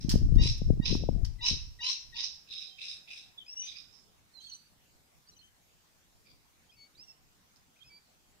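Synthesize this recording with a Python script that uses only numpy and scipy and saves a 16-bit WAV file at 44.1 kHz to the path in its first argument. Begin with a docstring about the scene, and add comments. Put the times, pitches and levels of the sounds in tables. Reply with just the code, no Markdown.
"""A parrot flaps off past a hand-held microphone pair in a backyard, over the hush of the suburb.
Its feathers clap and its turbulent draught buffets both ports. It screeches again and again through
three throat resonances, calmer with distance, and fences and roofs reflect the calls. A few low hoots
sound far off; then distant parrots answer with thin whistles, joined by a higher, piping bird."""
import sys
import numpy as np
from scipy import signal
from scipy.fft import rfft, irfft
from scipy.io import wavfile
from scipy.ndimage import uniform_filter1d

SR = 44100
rng = np.random.default_rng(int(sys.argv[2]) if len(sys.argv) > 2 else 0)


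def materialize(psi):
    """Save the field psi as 16-bit PCM at rate SR to the path in sys.argv[1].

    A 1-D psi becomes a single channel; in a 2-D psi each row is a channel.
    """
    bounded = np.clip(np.atleast_2d(psi).T, -1, 1)
    quanta = np.round(bounded * 32767).astype(np.int16)
    wavfile.write(sys.argv[1], SR, quanta)


N = 370440


def gain_of(db):
    """Decibels to amplitude."""
    return 10 ** (np.asarray(db) / 20)


def evened(x):
    """Normalisation to rms 1."""
    return x / np.sqrt(np.mean(x ** 2) + 1e-20)


def read(points, hz):
    """Interpolation on a log-frequency axis."""
    f, value = np.transpose(points)
    return np.interp(np.log(hz + 1), np.log(f + 1), value)


def add(mix, start_s, sound):
    """Superposition of a sound on the mix."""
    part = mix[..., max(round(start_s * SR), 0):][..., :sound.shape[-1]]
    part += sound[..., :part.shape[-1]]


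def coloured(points, size, tilt_db=0.):
    """Spectrally shaped noise of rms 1, tilted by tilt_db per octave about 5 kHz."""
    hz = np.fft.rfftfreq(size, 1 / SR)
    shape = gain_of(read(points, hz) + tilt_db * np.log2((hz + 1) / 5000))
    return evened(irfft(rfft(rng.standard_normal(size)) * shape, size))


def wobble(size, hz):
    """Random modulation of rms 1 that changes about hz times a second."""
    span = max(round(SR / hz / 2), 1)
    return evened(uniform_filter1d(uniform_filter1d(rng.standard_normal(size), span), span))


def resonate(x, hz, width_hz):
    """A moving resonance by heterodyning: shift hz down to zero, smooth twice, shift back."""
    turn, r = np.exp(2j * np.pi * np.cumsum(hz) / SR), np.exp(-np.pi * width_hz / SR)
    low = signal.lfilter([1 - r], [1, -r], signal.lfilter([1 - r], [1, -r], x / turn))
    return 2 * (turn * low).real


def jittered_phase(hz, depth, rate_hz):
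    """Phase as the integral of a randomly modulated frequency."""
    return 2 * np.pi * np.cumsum(hz * (1 + depth * wobble(len(hz), rate_hz))) / SR


def panned(x, pan_db):
    """Level difference between the ports: pan_db is left minus right."""
    return x * gain_of([[pan_db / 2], [-pan_db / 2]])


def contour(length_s, first_hz, peak_hz, last_hz, peak):
    """Progress 0-1 and pitch of a note that bends at its peak."""
    share = np.linspace(0, 1, round(length_s * SR))
    return share, np.interp(share, [0, np.clip(peak, .02, .98), 1], [first_hz, peak_hz, last_hz])


def arch(share, peak, start_db=-17, end_db=-14):
    """Parabolic swell and decay of a note, in dB."""
    from_peak = np.interp(share, [0, np.clip(peak, .02, .98), 1], [-1, 0, 1])
    return from_peak ** 2 * np.where(share < peak, start_db, end_db)


def eddy(edge_db, period_ms):
    """A passing vortex: a pressure pulse between two suctions, its front breaking into ripples."""
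    t = np.arange(-1500, 1500) / SR

    def pulse(hz, lead_s=0):
        square = (np.pi * hz * (t + lead_s)) ** 2
        return (1 - 2 * square) * np.exp(-square)

    hz, spread = 1000 / period_ms, 1.1 ** rng.standard_normal()
    body = pulse(hz) + .13 * pulse(55 * spread)
    edge = pulse(2.67 * hz * spread, .003) + .12 * pulse(300 * spread, -.0011)
    return np.hanning(len(t)) * (body + gain_of(edge_db + 1) * edge)


def draught(small_eddies=70):
    """Turbulence: low pressure fluctuations, uncorrelated at the ports, with single eddies on top."""
    # strength of the flow: time_s, left_db, right_db, extra_flutter_db
    flow = [(0, -45, -45, 3), (.07, -34, -54, 6.5), (.14, -27.5, -28.5, -3), (.21, -28.5, -35, 7),
            (.28, -24.5, -41, 1.5), (.35, -19, -34, -6), (.42, -21, -27.5, 0.5), (.49, -28, -34.5, -5),
            (.58, -40.5, -39.5, -6.5), (.7, -19.5, -28, -6), (.77, -34, -41.5, 6), (.84, -46, -36, -5),
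            (.91, -25.5, -34.5, 4), (1.05, -39, -41.5, 7), (1.12, -31.5, -49, 9.5), (1.19, -29.5, -43, 2),
            (1.33, -40.5, -52, -10.5), (1.47, -52.5, -83, -6.5), (1.539, -32, -52, 3),
            (1.61, -47, -42, -13), (1.68, -50, -46.5, -8), (1.82, -66.5, -65.5, -1), (1.96, -71.5, -75, -5),
            (2.1, -76, -52, -18), (2.24, -77.5, -71.5, -10.5), (2.45, -87, -83, -1.5)]
    # big eddies: time_s, level_db, side (1 left, -1 right), relative_edge_db, period_ms
    eddies = [(.049, -17.5, 1, -42, 5.8), (.088, -16.5, -1, -26, 5.5), (.142, -10, -1, -20.5, 5.9),
              (.16, -10, 1, -9, 7.2), (.214, -21.5, 1, -21, 9.6), (.251, -15.5, -1, -38, 21),
              (.268, -23, -1, -28, 5.7), (.326, -10.5, 1, -14, 10.7), (.362, -13, -1, -26.5, 5.6),
              (.4, -19.5, 1, -12, 7.6), (.419, -10.5, 1, -30, 17), (.461, -20, 1, -8, 9),
              (.513, -18, -1, -36, 11.6), (.621, -17.5, 1, -9, 7.5), (.707, -8.5, 1, -5.5, 6.56),
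              (.737, -18.5, 1, -14, 8.7), (.801, -11.5, -1, -25.5, 6.3), (.931, -15, 1, -2, 8),
              (.955, -14, 1, -14.5, 4.5), (1.028, -27, 1, -4, 8.6), (1.041, -24.5, 1, 1, 7.9),
              (1.093, -14.5, 1, 0.5, 7.34), (1.15, -28, 1, -26, 6.6), (1.164, -21, 1, -15.5, 6.7),
              (1.219, -36, 1, -5, 6.2), (1.237, -17.5, 1, -11.5, 14.8), (1.514, -24.5, 1, -12, 7)]
    # spectrum of the slow turbulence: frequency_hz, density_db
    rumble_spectrum = [(8, -5.5), (20, -3.5), (38, 1.5), (70, -5), (110, -9.5), (170, -25.5), (400, -78.5)]
    # spectrum of the fast turbulence: frequency_hz, density_db
    flutter_spectrum = [(40, -49.5), (70, -27), (120, 3.5), (250, -6.5), (450, -20), (800, -38.5),
                        (1600, -94)]
    times, *strength_db, extra_db = np.transpose(flow)
    size, out = round(times[-1] * SR), np.zeros((2, N))
    t = np.arange(size) / SR
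    for port in range(2):
        db = np.interp(t, times, strength_db[port])
        flutter_db = db + np.interp(t, times, extra_db) - 11.5
        rumble = coloured(rumble_spectrum, size) * gain_of(db + 3.5 + .61 * wobble(size, 31))
        flutter = coloured(flutter_spectrum, size) * gain_of(flutter_db + 5.1 * wobble(size, 40))
        add(out[port], 0, rumble + flutter)
    small = []
    for k, s in enumerate(rng.uniform(.04, times[-1] - .1, small_eddies)):
        db = np.interp(s, times, strength_db[k % 2]) - 1
        small.append((s, db, (-1) ** k, -19, 9 * 1.5 ** rng.standard_normal()))
    for s, db, side, edge_db, period_ms in eddies + small:
        burst = gain_of(db) * eddy(edge_db, period_ms)
        add(out[int(side < 0)], s - len(burst) / 2 / SR, burst)
    return out


def formant(hz, width_hz):
    """One throat resonance: band-limited noise and an unsteady tone that swell together."""
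    size = len(hz)
    air = evened(resonate(resonate(rng.standard_normal(size), hz, width_hz), hz, 2 * width_hz))
    phase = jittered_phase(hz, depth=.026, rate_hz=45)
    tone = .88 * gain_of(3.6 * wobble(size, 60)) * np.sin(phase)
    return (air + tone) * gain_of(4 * wobble(size, 27))


def screeches(near_until_s=2.4, far_width=.62):
    """Source and filter: a broken, throbbing voice on three formants that shift together."""
    # calls: start_s, rise_s, hold_s, fall_s, effort_db, middle_formant_hz, climb_share,
    # low_formant_db, high_formant_db, rasp_db, breath_re_high_db, pan_db
    calls = [(0, 0.0027, .04, .05, -57.5, 4200, 0.016, -17, 0, -13.5, 6, -1.5),
             (0.397, .035, .05, 0.067, -37.5, 3927, 0.056, -7.5, 3.5, -18.5, -8.5, -3),
             (0.838, 0.017, 0.062, 0.075, -41.5, 3888, .03, -5.5, 4.5, -25, -9.5, -3.5),
             (1.415, 0.049, 0.034, 0.054, -34.5, 3980, 0.051, -6, 4, -21, -6.5, -0.5),
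             (1.816, 0.032, 0.067, 0.051, -36.5, 3970, 0.059, -6, 1, -23, -9.5, -2),
             (2.139, 0.047, 0.064, 0.051, -41, 3853, .06, -6, 2, -28, -9.5, -3),
             (2.455, 0.073, .09, 0.12, -46.5, 3842, 0.031, -8, -3.5, -23, -4.5, -4),
             (2.761, .06, 0.093, 0.096, -44, 3824, .015, -6, -5, -19.5, -1.5, -3),
             (3.058, 0.058, 0.077, 0.1, -48, 3827, .03, -2.5, -5.5, -18, 0, -2),
             (3.601, 0.056, 0.061, 0.044, -51, 3650, .015, -6.5, -4, -20, 0, -4.5),
             (3.716, .05, 0.034, 0.062, -58, 3700, 0.02, -1, 6, -21, -5, -7.5),
             (3.86, 0.069, .06, 0.053, -78.5, 3910, .015, -10, 13.5, -11.5, -6.5, -13.5),
             (4.4, .02, .04, 0.041, -58, 4290, .03, -22.5, -15, -12.5, -8, -4.5),
             (4.509, 0.014, .01, 0.062, -58, 4170, 0.022, -28, -28, -8, -10, -1.5),
             (6.237, 0.049, .03, 0.025, -71, 3580, -0.02, 3, 5, -14, -11.5, -3)]
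    # throat resonances at rest: centre_hz, width_hz
    throat = [(2640, 950), (3900, 1300), (5250, 1290)]
    # breath around the resonances: frequency_hz, density_db
    breath_spectrum = [(900, -35.5), (1900, -16), (2500, -13.5), (3150, -14), (3800, -11), (4450, -16.5),
                       (5000, 0.5), (6000, -4.5), (6500, -9), (7000, -63.5)]
    # treble edge of the voice: frequency_hz, density_db
    rasp_spectrum = [(6600, -60.5), (7500, -0.5), (8800, -1), (10000, -8), (12500, -18.5), (15500, -50)]
    sag_shares, out = (.07, .005, .005), np.zeros((2, N))
    for s, rise, hold, fall, db, mid_hz, climb, low_db, high_db, rasp_db, breath_db, pan_db in calls:
        t = np.arange(0, rise + hold + fall, 1 / SR)
        size, from_middle = len(t), t / t[-1] - .5
        stages_s = np.cumsum([0, rise, hold, fall])
        db += np.interp(t, stages_s, [-20, -4, -6, -21.5])
        low_db += np.interp(t, stages_s, [5, 0, -2.76, -13.5])
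        high_db += np.interp(t, stages_s, [-5, 0, 4, -7])
        rasp_db += np.interp(t, stages_s, [-12, 0, 1, 4.5])
        throb = gain_of(2.5 * wobble(size, 150))
        beak_opening = 1 - .06 * np.exp(-t / .03)
        shift = mid_hz / throat[1][0] * (1 + climb * from_middle) * beak_opening
        shift *= 1 + .012 * wobble(size, 25)
        narrowing = far_width if s > near_until_s else 1  # later calls are calmer
        ports = []
        for port in range(2):  # near reflections make the two ports unlike
            low, mid, high = (formant(hz * (1 - sag * from_middle) * shift, width_hz * narrowing)
                              for (hz, width_hz), sag in zip(throat, sag_shares))
            breath = coloured(breath_spectrum, size) * gain_of(high_db + breath_db)
            rasp = coloured(rasp_spectrum, size) * gain_of(rasp_db + 3.5 * wobble(size, 220))
            ports.append(low * gain_of(low_db) + mid + high * gain_of(high_db) + breath + rasp)
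        envelope = throb * gain_of(db) * signal.windows.tukey(size, .35)
        add(out, s, panned(np.array(ports) * envelope, pan_db))
    return out


def hush(level_db=-66):
    """Partial coherence: far traffic and leaves, correlated at the ports in the bass, not the treble."""
    # background noise: frequency_hz, density_db
    spectrum = [(12, -7), (25, -1.5), (45, 0.5), (90, -3.5), (200, -8), (320, -12), (580, -14.5),
                (750, -12.5), (1200, -16), (3400, -18), (7000, -18.5), (10000, -25), (13500, -23),
                (15600, -25.5)]
    # likeness of the two ports: frequency_hz, correlation
    coherence = [(60, -0.61), (180, 1), (550, 0.022), (1650, -0.14), (4970, 0.048), (15000, -0.07)]
    frames, hz = N // 256 + 5, np.fft.rfftfreq(1024, 1 / SR)
    a, b, c, d, patches = rng.standard_normal((frames, 513, 5)).T
    patches = evened(uniform_filter1d(uniform_filter1d(patches, 10, 0), 14, 1))
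    correlation = np.clip(read(coherence, hz), -1, 1)[:, None]
    left = a + 1j * b
    right = correlation * left + np.sqrt(1 - correlation ** 2) * (c + 1j * d)
    bands = np.array([left, right]) * gain_of(read(spectrum, hz)[:, None] + 2.2 * patches)
    return gain_of(level_db) * evened(signal.istft(bands, nperseg=1024, noverlap=768)[1][:, :N])


def yard(x, far_db=-23, far_longer=2.5):
    """Reverberation: sparse echoes off fences and roofs, and a slower tail from further roofs and trees."""
    # decay of the near echoes: frequency_hz, t60_s
    decay = [(1000, 0.59), (2200, 0.37), (4000, 0.34), (5800, 0.38), (8000, 0.25)]
    taps = np.zeros((2, SR))
    at = np.arange(500, SR - 20, 20) + rng.integers(0, 20, (2, (SR - 501) // 20))
    np.put_along_axis(taps, at, rng.choice([-1., 1.], at.shape), 1)
    hz, t, bands = signal.stft(taps, SR, nperseg=256)
    fade_db = -60 * t / read(decay, hz)[:, None]
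    fade = gain_of(fade_db) + gain_of(far_db + fade_db / far_longer)
    tail = signal.istft(bands * fade, SR, nperseg=256)[1]
    return signal.fftconvolve(x, tail / np.linalg.norm(tail[0]), axes=1)[:, :N]


def feather_claps(attack_s=.0021):
    """Impact noise: feathers snap in grainy bursts that decay exponentially."""
    # claps: start_s, level_db, t60_s, tilt_db_per_octave, pan_db
    claps = [(0.092, -29, 0.19, 1.5, -4), (0.109, -32, 0.1, -4.5, 6), (.352, -49.5, .05, 0.5, -5.5),
             (0.577, -52.5, 0.048, 5, -18.5), (0.951, -51, 0.11, 6.5, -2), (1.247, -38.5, 0.071, -2, -1),
             (7.559, -61, 0.089, -1.5, -6.5)]
    # feather noise: frequency_hz, density_db
    spectrum = [(590, -50.5), (1000, -23), (1270, -29.5), (1880, -19.5), (2160, -24.5), (2710, -19),
                (3220, -14.5), (3650, -13.5), (5340, -2.5), (6950, -18.5), (15500, -30.5)]
    out = np.zeros((2, N))
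    for s, db, t60, tilt_db, pan_db in claps:
        t = np.arange(round(t60 * SR)) / SR
        grain = gain_of(2.8 * wobble(len(t), 300))
        burst = np.array([coloured(spectrum, len(t), tilt_db) for port in range(2)])
        envelope = gain_of(db - 60 * t / t60) * np.minimum(t / attack_s, 1)
        add(out, s, panned(burst * grain * envelope, pan_db))
    return out


def whistles(squabble_s=(3.3, 5.6), port_lag_s=.00045):
    """Random modulation roughens a tone of three harmonics; the lower two reach the right port first."""
    # notes, the first five leading into the near screeches: start_s, length_s, first_hz, peak_hz,
    # last_hz, level_db, peak_share, octave_db, octave_peak_share, pan_db
    notes = [(0.365, 0.041, 1865, 1952, 1883, -55.5, 0.9, -66, .85, 3),
             (0.805, 0.04, 1900, 1894, 1830, -60, 0.34, -64.5, 1, 11),
             (1.384, .03, 2010, 1960, 2030, -54, 1, -60, 0.84, 3),
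             (1.787, 0.026, 1960, 1865, 1920, -50, 0.7, -53, 0.84, 5),
             (2.122, 0.031, 1940, 1890, 1870, -55, 0.5, -55.5, 0.96, 9),
             (2.68, 0.12, 3230, 3150, 3170, -62.5, 0.4, -80, .45, -13),
             (3.374, 0.023, 3370, 3550, 3460, -49, 0.6, -84, .45, -8),
             (3.397, 0.044, 3550, 3180, 3080, -49.5, 0.43, -86, .7, 8.5),
             (3.456, 0.091, 2315, 2540, 2880, -62.5, 0.16, -45, 1, 2),
             (3.544, 0.17, 2853, 2850, 3180, -54.5, 0.26, -41, 0.22, 4),
             (4.397, 0.069, 3070, 3100, 3430, -65.5, 0.06, -68.5, .15, -10.5),
             (4.465, 0.064, 3140, 3280, 2875, -57.5, 0.1, -55, 0.73, -2),
             (4.533, .045, 3030, 2960, 3090, -66, .22, -53.5, 0.27, 0),
             (5.285, 0.031, 2870, 2930, 2950, -70, 0.46, -55.5, .28, 2.5),
             (5.35, 0.036, 3160, 3000, 3000, -66, 0.55, -61.5, 0.86, 6),
             (5.406, 0.094, 3050, 3080, 3070, -64.5, 0.24, -73, .65, 6),
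             (6.688, .033, 3190, 3200, 3600, -65.5, .45, -98.5, .3, -13),
             (6.711, 0.056, 2540, 2470, 2710, -69, 0.22, -69, 0.3, 6),
             (6.755, 0.13, 2258, 2220, 2260, -66.5, 0.62, -58, 0.53, 5.5),
             (6.964, 0.1, 2160, 2830, 2850, -71.5, 0.72, -53.5, 0.6, -5),
             (7.065, 0.071, 2870, 2685, 2663, -69.5, 0.37, -55.5, 0.53, -7.5),
             (7.754, .03, 1860, 2600, 2550, -72.5, 0.54, -95, .6, 5),
             (7.787, 0.017, 2460, 2456, 2430, -67, .48, -74, .48, 5),
             (7.8, 0.039, 3230, 3200, 3740, -60.5, 0.66, -97.5, .45, -14),
             (7.835, 0.066, 2570, 2490, 2640, -66.5, 0.03, -60.5, 1, 0.5),
             (7.881, 0.12, 2290, 2312, 2330, -62, 0.3, -58, 0.69, -5.5)]
    out = np.zeros((2, N))
    for s, length_s, first_hz, peak_hz, last_hz, db, peak, octave_db, octave_peak, pan_db in notes:
        share, hz = contour(length_s, first_hz, peak_hz, last_hz, peak)
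        db += arch(share, peak)
        octave_db += arch(share, octave_peak, start_db=-21.5, end_db=-21.5)
        glide = abs(np.gradient(np.log(hz))) * SR / 12  # fast glides are unsteady
        squabbling = squabble_s[0] < s < squabble_s[1]  # the flock turns hoarse
        rough = .088 + np.minimum(glide, .3) + .3 * squabbling
        phase = jittered_phase(hz, depth=.035 * rough, rate_hz=150)
        port_phase = np.array([phase, phase + 2 * np.pi * hz * port_lag_s])
        third_db = octave_db - 19 - np.maximum(3 * hz - 6800, 0) / 17  # the windpipe cuts off near 7 kHz
        tone = gain_of(db) * np.sin(port_phase) + gain_of(octave_db) * np.sin(2 * port_phase)
        tone += gain_of(third_db) * np.sin(3 * phase)
        envelope = gain_of(6.9 * rough * wobble(len(hz), 76)) * signal.windows.tukey(len(hz), .25)
        add(out, s, panned(np.sqrt(2) * tone * envelope, pan_db))
    return out


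def voiced_onsets(settle_s=.018, onset_s=.04, break_s=.015, stagger_s=.003):
    """Vibrating folds open each near screech with a rising harmonic series that grows unsteady."""
    # onsets: start_s, length_s, first_hz, settled_hz, last_hz, fundamental_db, overtones_db
    onsets = [(0.376, 0.1112, 888, 965, 1030, -57.5, -55.5), (0.819, 0.1, 885, 995, 1005, -59, -60),
              (1.404, 0.1, 880, 990, 999, -49.5, -53.5), (1.798, .115, 875, 985, 1085, -52.5, -53.5),
              (2.135, 0.13, 860, 955, 1034, -64, -62)]
    # overtones of the folds: harmonic_number, relative_db
    overtones = [(2, -10), (3, 3), (4, 7), (5, 0), (6, -3.5), (7, -19)]
    path_phase = lambda: np.array([[0], [rng.uniform(0, 2 * np.pi)]])  # each harmonic takes its own path
    out = np.zeros((2, N))
    for s, length_s, first_hz, settled_hz, last_hz, db, upper_db in onsets:
        t = np.arange(0, length_s, 1 / SR)
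        size = len(t)
        hz = settled_hz + (first_hz - settled_hz) * np.exp(-t / settle_s)
        hz += (last_hz - settled_hz) * (t / length_s) ** 3
        strain = np.linspace(.2, 1, size)
        phase = jittered_phase(hz, depth=.018 * strain, rate_hz=110)
        upper = np.zeros((2, size))
        for k, relative_db in overtones:
            entry = np.clip(t / (stagger_s * (k - 1)), 0, 1) ** 2  # higher overtones join later
            flicker_db = 3.4 * wobble(size, 78.76)
            upper += entry * gain_of(relative_db + flicker_db) * np.sin(k * phase + path_phase())
        breath = evened(resonate(rng.standard_normal(size), hz, width_hz=160))
        fundamental = np.sin(phase + path_phase()) * (1 - .6 * strain) + .5 * strain * breath
        voice = gain_of(db + 2.9 * wobble(size, 60)) * fundamental + gain_of(upper_db + 8) * upper
        envelope_db = np.interp(t, [0, onset_s, length_s - break_s, length_s], [-11.5, 0, 0, -11])
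        envelope = gain_of(envelope_db) * signal.windows.tukey(size, .15)
        add(out, s, panned(np.sqrt(2) * voice * envelope, pan_db=-.068))
    return out


def breathy_notes(notes, hoarse=.58):
    """Spectral broadening: each tone is blurred by a narrow band of breath around its pitch."""
    out = np.zeros((2, N))
    for s, length_s, first_hz, peak_hz, last_hz, db, peak, pan_db in notes:
        share, hz = contour(length_s, first_hz, peak_hz, last_hz, peak)
        size, width_hz = len(hz), .039 * hz.mean()
        tone = np.sqrt(2) * np.sin(jittered_phase(hz, depth=.0035, rate_hz=130))
        breath = np.array([evened(resonate(rng.standard_normal(size), hz, width_hz)) for port in range(2)])
        voice = (1 - hoarse) * tone + hoarse * breath
        db += arch(share, peak) + .83 * wobble(size, 58)
        add(out, s, panned(voice * gain_of(db) * signal.windows.tukey(size, .25), pan_db))
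    return out


def hoots():
    """A low, breathy resonance: soft hoots far off."""
    # hoots: start_s, length_s, first_hz, peak_hz, last_hz, level_db, peak_share, pan_db
    notes = [(1.11, 0.14, 687, 682, 690, -63.5, .45, 1.6), (2.67, 0.11, 740, 746, 734, -69, 0.4, 1.7),
             (3.25, 0.086, 730, 742, 713, -70, .4, 1.5)]
    return breathy_notes(notes)


def piping():
    """A high, breathy resonance: another bird pipes near 4 kHz."""
    # pipes: start_s, length_s, first_hz, peak_hz, last_hz, level_db, peak_share, pan_db
    notes = [(4.332, 0.095, 4334, 4010, 4070, -52.5, 0.64, -16),
             (4.427, 0.095, 4360, 4360, 4320, -52, 0.1, -11.5),
             (4.509, 0.047, 4380, 4285, 4340, -43.5, 0.44, -8.5),
             (4.559, .14, 4390, 4600, 4660, -64.5, 0.3, -9.5),
             (5.262, 0.062, 4380, 4660, 4900, -62.5, 0.3, -5),
             (5.313, 0.035, 4100, 4100, 4060, -60.5, .7, -7),
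             (5.383, 0.048, 4294, 4250, 4200, -59.5, .3, -6.5),
             (6.94, 0.045, 3550, 3900, 4320, -62.5, 0.43, -7.5)]
    return breathy_notes(notes)


def scene():
    """Direct and reflected sound add: the birds ring in the yard; draught and hush arrive directly."""
    claps, calls = feather_claps(), screeches()
    notes = voiced_onsets() + whistles() + piping() + hoots()
    echoes = yard(gain_of(-5) * calls + gain_of(-14) * notes + gain_of(-10) * claps)
    return calls + notes + claps + echoes + draught() + hush()


def record(dry):
    """Band limiting: the recorder passes little above its cutoff."""
    cutoff_hz = 15650
    low_pass = signal.firwin(511, cutoff_hz, window=("kaiser", 9), fs=SR)
    return signal.oaconvolve(dry, low_pass[None], "same")


dry = scene()
out = record(dry)
materialize(out)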